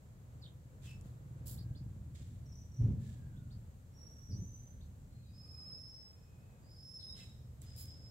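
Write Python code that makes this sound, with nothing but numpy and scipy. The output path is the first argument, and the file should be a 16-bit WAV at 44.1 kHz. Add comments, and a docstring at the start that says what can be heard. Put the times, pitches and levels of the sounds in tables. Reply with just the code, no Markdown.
"""A gravel yard: wind rumble, distant traffic and hiss throughout; hoarse bird chips echo now and then.
From the start a far engine throbs, its uneven firings ringing the exhaust. Near 1 s a leash scrapes,
squeaks and ticks close by. A bird twitters at 2.5 s; the hand bumps the phone at 2.8 s and 4.3 s.
The engine fades by 3.7 s, then four thin, high two-note whistles echo off walls and trees.
From 7 s the leash scrapes again and the engine returns."""
import sys
import numpy as np
from scipy import signal
from scipy.fft import rfft, irfft
from scipy.io import wavfile
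from scipy.ndimage import uniform_filter1d

SR = 44100
rng = np.random.default_rng(int(sys.argv[2]) if len(sys.argv) > 2 else 0)


def store_wav(level_fs):
    """Save 16-bit WAV to argv[1]."""
    pcm = np.round(np.clip(np.atleast_2d(level_fs), -1, 1) * 32767)
    wavfile.write(sys.argv[1], SR, pcm.T.astype(np.int16))


N = 357210
T = np.arange(N) / SR

# traffic level: t/s, level/dB
TRAFFIC_LEVEL = [(0.0, -70.5), (1.9, -70.5), (2.7, -72.5), (4.08, -72), (5.28, -74.5), (5.58, -71),
                 (8.1, -71.5)]
# spectra of traffic (mid, side), hiss and wind: f/Hz, level/dB
ROAD_MID_SPECTRUM = [(100, -8), (250, 1), (380, -2.5), (500, 1), (700, -6.5), (1000, -11), (1500, -16.5),
                     (2300, -22), (4000, -28.5)]
ROAD_SIDE_SPECTRUM = [(40, 4.5), (110, 4.5), (250, -4), (500, -9), (800, -12), (1200, -12), (1800, -15.5),
                      (2600, -24), (4000, -38)]
HISS_SPECTRUM = [(500, -12), (1500, 2.5), (2500, -0.5), (4000, 0.5), (5600, -2), (6700, 3.5), (7700, 1),
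                 (8600, 1.5), (9400, -4.5), (11000, -2.5), (13000, -0.5), (15500, -3.5)]
WIND_SPECTRUM = [(20, -62), (31, -36.5), (39, -8), (45, -3.5), (56, -9), (75, 1), (120, -3), (155, -8.5),
                 (210, -14), (300, -26), (450, -40.5), (900, -61)]
# exhaust resonances: f/Hz, decay/s, level/dB
EXHAUST_MODES = [(88, 0.017, -18.5), (126.9, 0.022, 0.5), (175, 0.013, -12.5), (296, 0.0042, 3)]
# engine relative to wind: t/s, level/dB
ENGINE_OVER_WIND = [(0, -6), (.8, 0.5), (1.5, 4), (2.6, -4), (3.5, -3), (3.7, -19.5), (6.8, -17.5),
                    (8.1, -1.5)]
# wind plus engine: t/s, level/dB
RUMBLE_LEVEL = [(0.0, -57), (0.5, -52), (0.7, -56), (1.0, -46.5), (1.2, -51), (1.6, -43.5), (2.7, -51),
                (3.52, -46.5), (3.72, -55.5), (4.64, -52), (5.64, -53.5), (6.14, -60.5), (6.34, -55.0),
                (7.04, -57.0), (7.14, -52.5), (8.1, -51.5)]
# hand on the phone: t/s, rise/s, hold/s, decay/s, level/dB
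HAND_BUMPS = [(2.798, 0.016, 0.068, 0.13, -32.5), (4.278, 0.03, 0.11, 0.059, -42)]
# hand rub: f/Hz, level/dB
RUB_SPECTRUM = [(28, -36), (45, -8), (75, 0.5), (120, 1.5), (160, -7.5), (205, -6), (260, -18), (350, -26),
                (500, -32), (700, -44.5), (1500, -56), (4000, -63.5)]
# phone judder in the grip: t/s, length/s, f0/Hz, f1/Hz, level/dB
GRIP_JUDDER = [(2.785, .08, 120, 112, -25)]
# leash scrapes: t/s, rise/s, hold/s, decay/s, level/dB, brightness/0-1, left-right/dB
LEASH_SCRAPES = [(0.811, 0.045, 0.02, 0.054, -61.5, 0.17, -3), (1.033, 0.017, 0.018, 0.043, -73, 0.5, 0),
                 (1.453, 0.019, 0.046, 0.043, -49.5, 1, 1.5), (2.144, .008, 0.026, 0.12, -66, 0.03, -3),
                 (2.977, 0.065, 0.087, 0.075, -69.5, 0.13, -2),
                 (7.148, 0.031, 0.019, 0.082, -62.5, 0.13, -2.5),
                 (7.613, 0.0025, 0.01, 0.033, -61.5, 0.84, 1), (7.622, 0.047, 0.23, 0.18, -71.5, 0, -1.5),
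                 (7.752, 0.043, 0.031, 0.033, -51.5, 1, 2)]
# leash squeaks: t/s, length/s, f0/Hz, f1/Hz, level/dB
LEASH_SQUEAKS = [(.835, .066, 3400, 2900, -70), (.845, .11, 2635, 2620, -66.5),
                 (7.18, .05, 2100, 2000, -72.5), (7.2, .025, 2640, 2630, -65)]
# clasp and grit ticks: t/s, level/dB
CLASP_TICKS = [(1.011, -56), (1.48, -46.5), (7.618, -51), (7.763, -53), (7.856, -54)]
# spectra of scrapes and ticks: f/Hz, level/dB
DULL_SPECTRUM = [(900, -20), (1600, -7), (2100, -6.5), (2650, -8.5), (3600, -3.5), (4400, -7), (5400, -10),
                 (6300, -7.5), (7600, -3), (8600, -10.5), (11000, -18.5), (15500, -31)]
BRIGHT_SPECTRUM = [(1500, -39), (3200, -9.5), (5000, -3.5), (6300, -9.5), (7400, 5), (8500, -5.5),
                   (9800, -1.5), (11500, 5.5), (13500, -1), (15500, 4.5)]
TICK_SPECTRUM = [(1500, -3), (4000, -4), (7500, 14.5), (10000, 11), (15500, -6)]
# hand shading the left mic port: f/Hz, gain/dB
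HAND_SHADE = [(500, 3), (8500, -1.5), (12000, -8), (16000, -15)]
# faint far whistles and hoarse chips: t/s, length/s, f0/Hz, f1/Hz, level/dB
FAR_NOTES = [(1.3, 0.55, 1660, 1584, -79), (2.93, .62, 1840, 1290, -75.5), (5.08, 0.16, 4140, 4250, -77.5),
             (5.1, 0.74, 2506, 2492, -83), (5.22, 0.077, 3930, 3900, -74), (5.23, 0.36, 4810, 4800, -74),
             (5.35, 0.43, 1246, 1217, -77), (6.08, 0.55, 2506, 2520, -80.5), (6.61, 0.28, 4870, 4880, -70),
             (7.08, .036, 3840, 3830, -57.5), (7.1, .22, 4170, 3680, -67.5)]
CHIP_NOTES = [(.412, 0.068, 4900, 3580, -65.5), (1.575, 0.035, 3300, 5120, -64.5),
              (1.745, 0.046, 2940, 5130, -70.5), (3.36, 0.03, 3060, 3900, -79),
              (3.5, 0.039, 2750, 5200, -73), (4.305, 0.03, 5500, 4350, -65.5),
              (4.805, .031, 3200, 4450, -73), (6.985, 0.057, 4600, 3860, -66.5),
              (7.13, 0.12, 3400, 3070, -74)]
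# runs of falling notes: t/s, length/s, rate/Hz, level/dB
TWITTER_RUNS = [(2.456, .21, 32, -58), (2.713, 0.11, 39, -56.5)]
# two-note whistles: t/s, length1/s, length2/s, f1/Hz, glide1/Hz, f2/Hz, glide2/Hz,
# level at step/dB, swell/(dB/s), overtone/dB, rasp/dB
WHISTLE_CALLS = [(3.921, 0.38, 0.39, 5588, 191, 6040, 89, -59, 2, -20, -20),
                 (5.325, 0.41, 0.28, 5155, -35, 5264, 9, -49, 14.5, -25.5, -24),
                 (6.674, .335, 0.0984, 5165, 110, 5250, -165, -48, 35, -20, -15),
                 (7.64, 0.24, .25, 5075, 29.5, 5240, -130, -58.5, 20, -35, -10.5)]


def undb(db):
    """Decibels to gain."""
    return 10 ** (np.asarray(db) / 20)


def unit(x):
    """Scale to rms 1."""
    return x / np.sqrt(np.mean(x ** 2))


def curve(rows):
    """Linear interpolation of (t/s, value) rows."""
    return np.interp(T, *np.transpose(rows))


def colour(x, spectrum):
    """Filter by (f/Hz, level/dB) rows; 12 dB/octave skirts outside."""
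    hz, db = np.transpose(spectrum)
    f = np.arange(N // 2 + 1) * SR / N + 1
    skirts = np.minimum(f / hz[0], 1) * np.minimum(hz[-1] / f, 1)
    gain = undb(np.interp(np.log(f), np.log(hz), db))
    return irfft(rfft(x) * gain * skirts ** 2, N)


def noise(spectrum, channels=1):
    """Independent coloured noises, rms 1."""
    return unit(colour(rng.standard_normal((channels, N)), spectrum))


def walk(rate_hz):
    """Smooth random drift, spread near 1."""
    k = max(int(SR / rate_hz), 1)
    steps = rng.standard_normal(N)[np.arange(N) // k]
    return 1.3 * uniform_filter1d(uniform_filter1d(steps, k), k)


def swell(start_s, rise_s, hold_s, decay_s):
    """Contact envelope: ramp, hold, exponential decay."""
    t = T - start_s
    return np.clip(t / rise_s, 0, 1) * np.exp(-np.maximum(t - rise_s - hold_s, 0) / decay_s)


def pan(db):
    """Gains for a left-minus-right level."""
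    return undb(np.array([[db], [-db]]) / 2)


def tones(notes, waver, rasp_db, rasp_hz, edge, bend=0, overtone_db=-24):
    """Wavering glides with a hoarse noise band. edge: fade share; bend > 0: fast at first."""
    out = np.zeros(N)
    drift = 1 + waver * walk(90)
    rasp = 1 + undb(rasp_db) * (walk(rasp_hz) + 1j * walk(rasp_hz))
    for start_s, length_s, first_hz, last_hz, db in notes:
        span = slice(int(start_s * SR), min(int((start_s + length_s) * SR), N))
        u = np.clip((T[span] - start_s) / length_s, 0, 1)
        hz = first_hz + (last_hz - first_hz) * (u + bend * u * (1 - u))
        phasor = np.exp(2j * np.pi * np.cumsum(hz * drift[span]) / SR)
        fade = np.sin(np.pi / 2 * np.clip(np.minimum(u, 1 - u) / edge, 0, 1))
        out[span] += undb(db) * fade * np.imag(rasp[span] * (phasor + undb(overtone_db) * phasor ** 2))
    return out


def yard(x, t60_s, wet_db, direct_db):
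    """Direct sound reaches the left port first; walls and trees scatter to both."""
    t = T[:SR]
    echoes = rng.standard_normal((2, SR)) ** 3 * undb(-60 * t / t60_s) * np.minimum(t / 0.021, 1)
    wet = signal.fftconvolve(x[None], echoes, axes=1)[:, :N]
    wet *= np.std(x) / np.std(wet, axis=1, keepdims=True)
    direct = np.array([x, np.roll(x, 16)])
    return undb(direct_db) * direct + undb(wet_db) * wet


def traffic_and_hiss():
    """Distant traffic swells under a wide hiss; the treble flickers."""
    road = noise(ROAD_MID_SPECTRUM) + undb(1) * noise(ROAD_SIDE_SPECTRUM) * np.array([[1], [-1]])
    hiss = undb(-76) * noise(HISS_SPECTRUM, channels=2)
    flicker = undb(-85 + 1.3 * walk(9)) * noise([(6300, -9.5), (7500, 6.5), (8700, -15)], channels=2)
    road_db = curve(TRAFFIC_LEVEL) + 1.4 * walk(7.1)
    return pan(0.99) * road * undb(road_db) + pan(-0.49) * (hiss + flicker)


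def engine(firing_hz=19.9):
    """Firings of uneven strength ring the low exhaust resonances."""
    cycle = (T * firing_hz).astype(int)
    pulses = np.diff(cycle, prepend=0) * undb(2.04 * rng.standard_normal(N)[cycle])
    t = T[:SR // 4]
    pipe = sum(undb(db) * np.cos(2 * np.pi * hz * t) * np.exp(-t / decay_s)
               for hz, decay_s, db in EXHAUST_MODES)
    pipe *= np.minimum(t / 0.0036, 1)  # distance blurs each firing
    throb = signal.fftconvolve(pulses, pipe)[:N]
    return unit(colour(throb, [(55, 12), (200, 6.5), (330, -4.5), (600, -28)]))


def rumble():
    """Wind and far engine, common to both ports, plus eddies at each."""
    ratio = undb(curve(ENGINE_OVER_WIND))
    bass = (noise(WIND_SPECTRUM) + ratio * engine()) / np.sqrt(1 + ratio ** 2)
    eddies = undb(-17) * noise(WIND_SPECTRUM, channels=2)
    return (bass + eddies) * undb(curve(RUMBLE_LEVEL))


def bumps():
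    """The hand rubs the phone twice; the grip judders the first time."""
    push = sum(undb(db) * swell(*timing_s) for *timing_s, db in HAND_BUMPS)
    rub = noise(RUB_SPECTRUM) + undb(-13.5) * noise(RUB_SPECTRUM, channels=2)
    judder = tones(GRIP_JUDDER, waver=0.016, rasp_db=-22.5, rasp_hz=100.6, edge=0.31, overtone_db=-21.5)
    return push * rub + judder


def leash():
    """Webbing slides in tiny slips and squeaks; clasp and grit tick."""
    dull = noise(DULL_SPECTRUM, channels=2)
    left, right = noise(BRIGHT_SPECTRUM, channels=2)
    bright = np.array([colour(left, HAND_SHADE), right])
    scrapes = np.zeros((2, N))
    for *timing_s, db, brightness, pan_db in LEASH_SCRAPES:
        friction = np.sqrt(1 - brightness) * dull + np.sqrt(brightness) * bright
        scrapes += pan(pan_db) * undb(db) * swell(*timing_s) * friction
    slips = undb(1.8 * walk(450))
    hits = sum(undb(db) * swell(start_s, 0.00068, 0.00052, 0.00038) for start_s, db in CLASP_TICKS)
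    ticks = hits * noise(TICK_SPECTRUM, channels=2)
    squeaks = tones(LEASH_SQUEAKS, waver=0.007, rasp_db=-8, rasp_hz=700, edge=0.3, overtone_db=-10)
    return scrapes * slips + pan(-3.6) * ticks + yard(squeaks, t60_s=0.26, wet_db=2, direct_db=3)


def twitter(top_hz=6100, fall_hz=610, note_s=0.016, crest=0.4, slope_db_per_run=22.5):
    """Quick runs of one falling note, pitch scattered, loudest at the crest."""
    notes = []
    for start_s, length_s, rate_hz, db in TWITTER_RUNS:
        for t in np.arange(0, length_s, 1 / rate_hz):
            hz = top_hz + 70 * rng.standard_normal()
            drop_db = slope_db_per_run * abs(t / length_s - crest)
            notes.append((start_s + t, note_s, hz, hz - fall_hz, db - drop_db))
    return tones(notes, waver=0.012, rasp_db=-7.5, rasp_hz=698, edge=0.52, bend=-0.4)


def whistle(start_s, first_s, second_s, first_hz, first_glide_hz, second_hz, second_glide_hz,
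            db, swell_db_per_s, overtone_db, rasp_db, overlap_s=0.059):
    """Two thin notes; swells up to the step between them, then fades."""
    step_s = start_s + first_s
    notes = [(start_s, first_s + overlap_s, first_hz, first_hz + first_glide_hz, db),
             (step_s, second_s, second_hz, second_hz + second_glide_hz, db)]
    voice = tones(notes, waver=0.005, rasp_db=rasp_db, rasp_hz=450, edge=0.22, bend=0.9,
                  overtone_db=overtone_db)
    return voice * undb(-swell_db_per_s * np.abs(T - step_s))


def birds():
    """Whistles, chips and twitters; distance leaves the whistles mostly echo."""
    whistles = sum(whistle(*row) for row in WHISTLE_CALLS) * undb(2.2 * walk(55))
    far = tones(FAR_NOTES, waver=0.012, rasp_db=-10, rasp_hz=300, edge=0.3)
    chips = tones(CHIP_NOTES, waver=0.05, rasp_db=-2.5, rasp_hz=1200, edge=0.35, bend=0.6)
    twitters = twitter()
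    return (pan(-2.3) * yard(whistles, t60_s=0.64, wet_db=-1.5, direct_db=-8)
            + pan(-2.4) * yard(far, t60_s=0.58, wet_db=-1.5, direct_db=-4.5)
            + pan(-3) * yard(chips, t60_s=0.16, wet_db=-1, direct_db=2)
            + pan(-1.2) * yard(twitters, t60_s=0.4, wet_db=-1.5, direct_db=-2))


def scene():
    """All sources at the two ports."""
    return rumble() + traffic_and_hiss() + bumps() + leash() + birds()


def record(dry):
    """The phone's steep low-pass."""
    cutoff_hz = 15750
    return signal.sosfilt(signal.ellip(10, 0.2, 70, cutoff_hz, fs=SR, output="sos"), dry)


dry = scene()
out = record(dry)
store_wav(out)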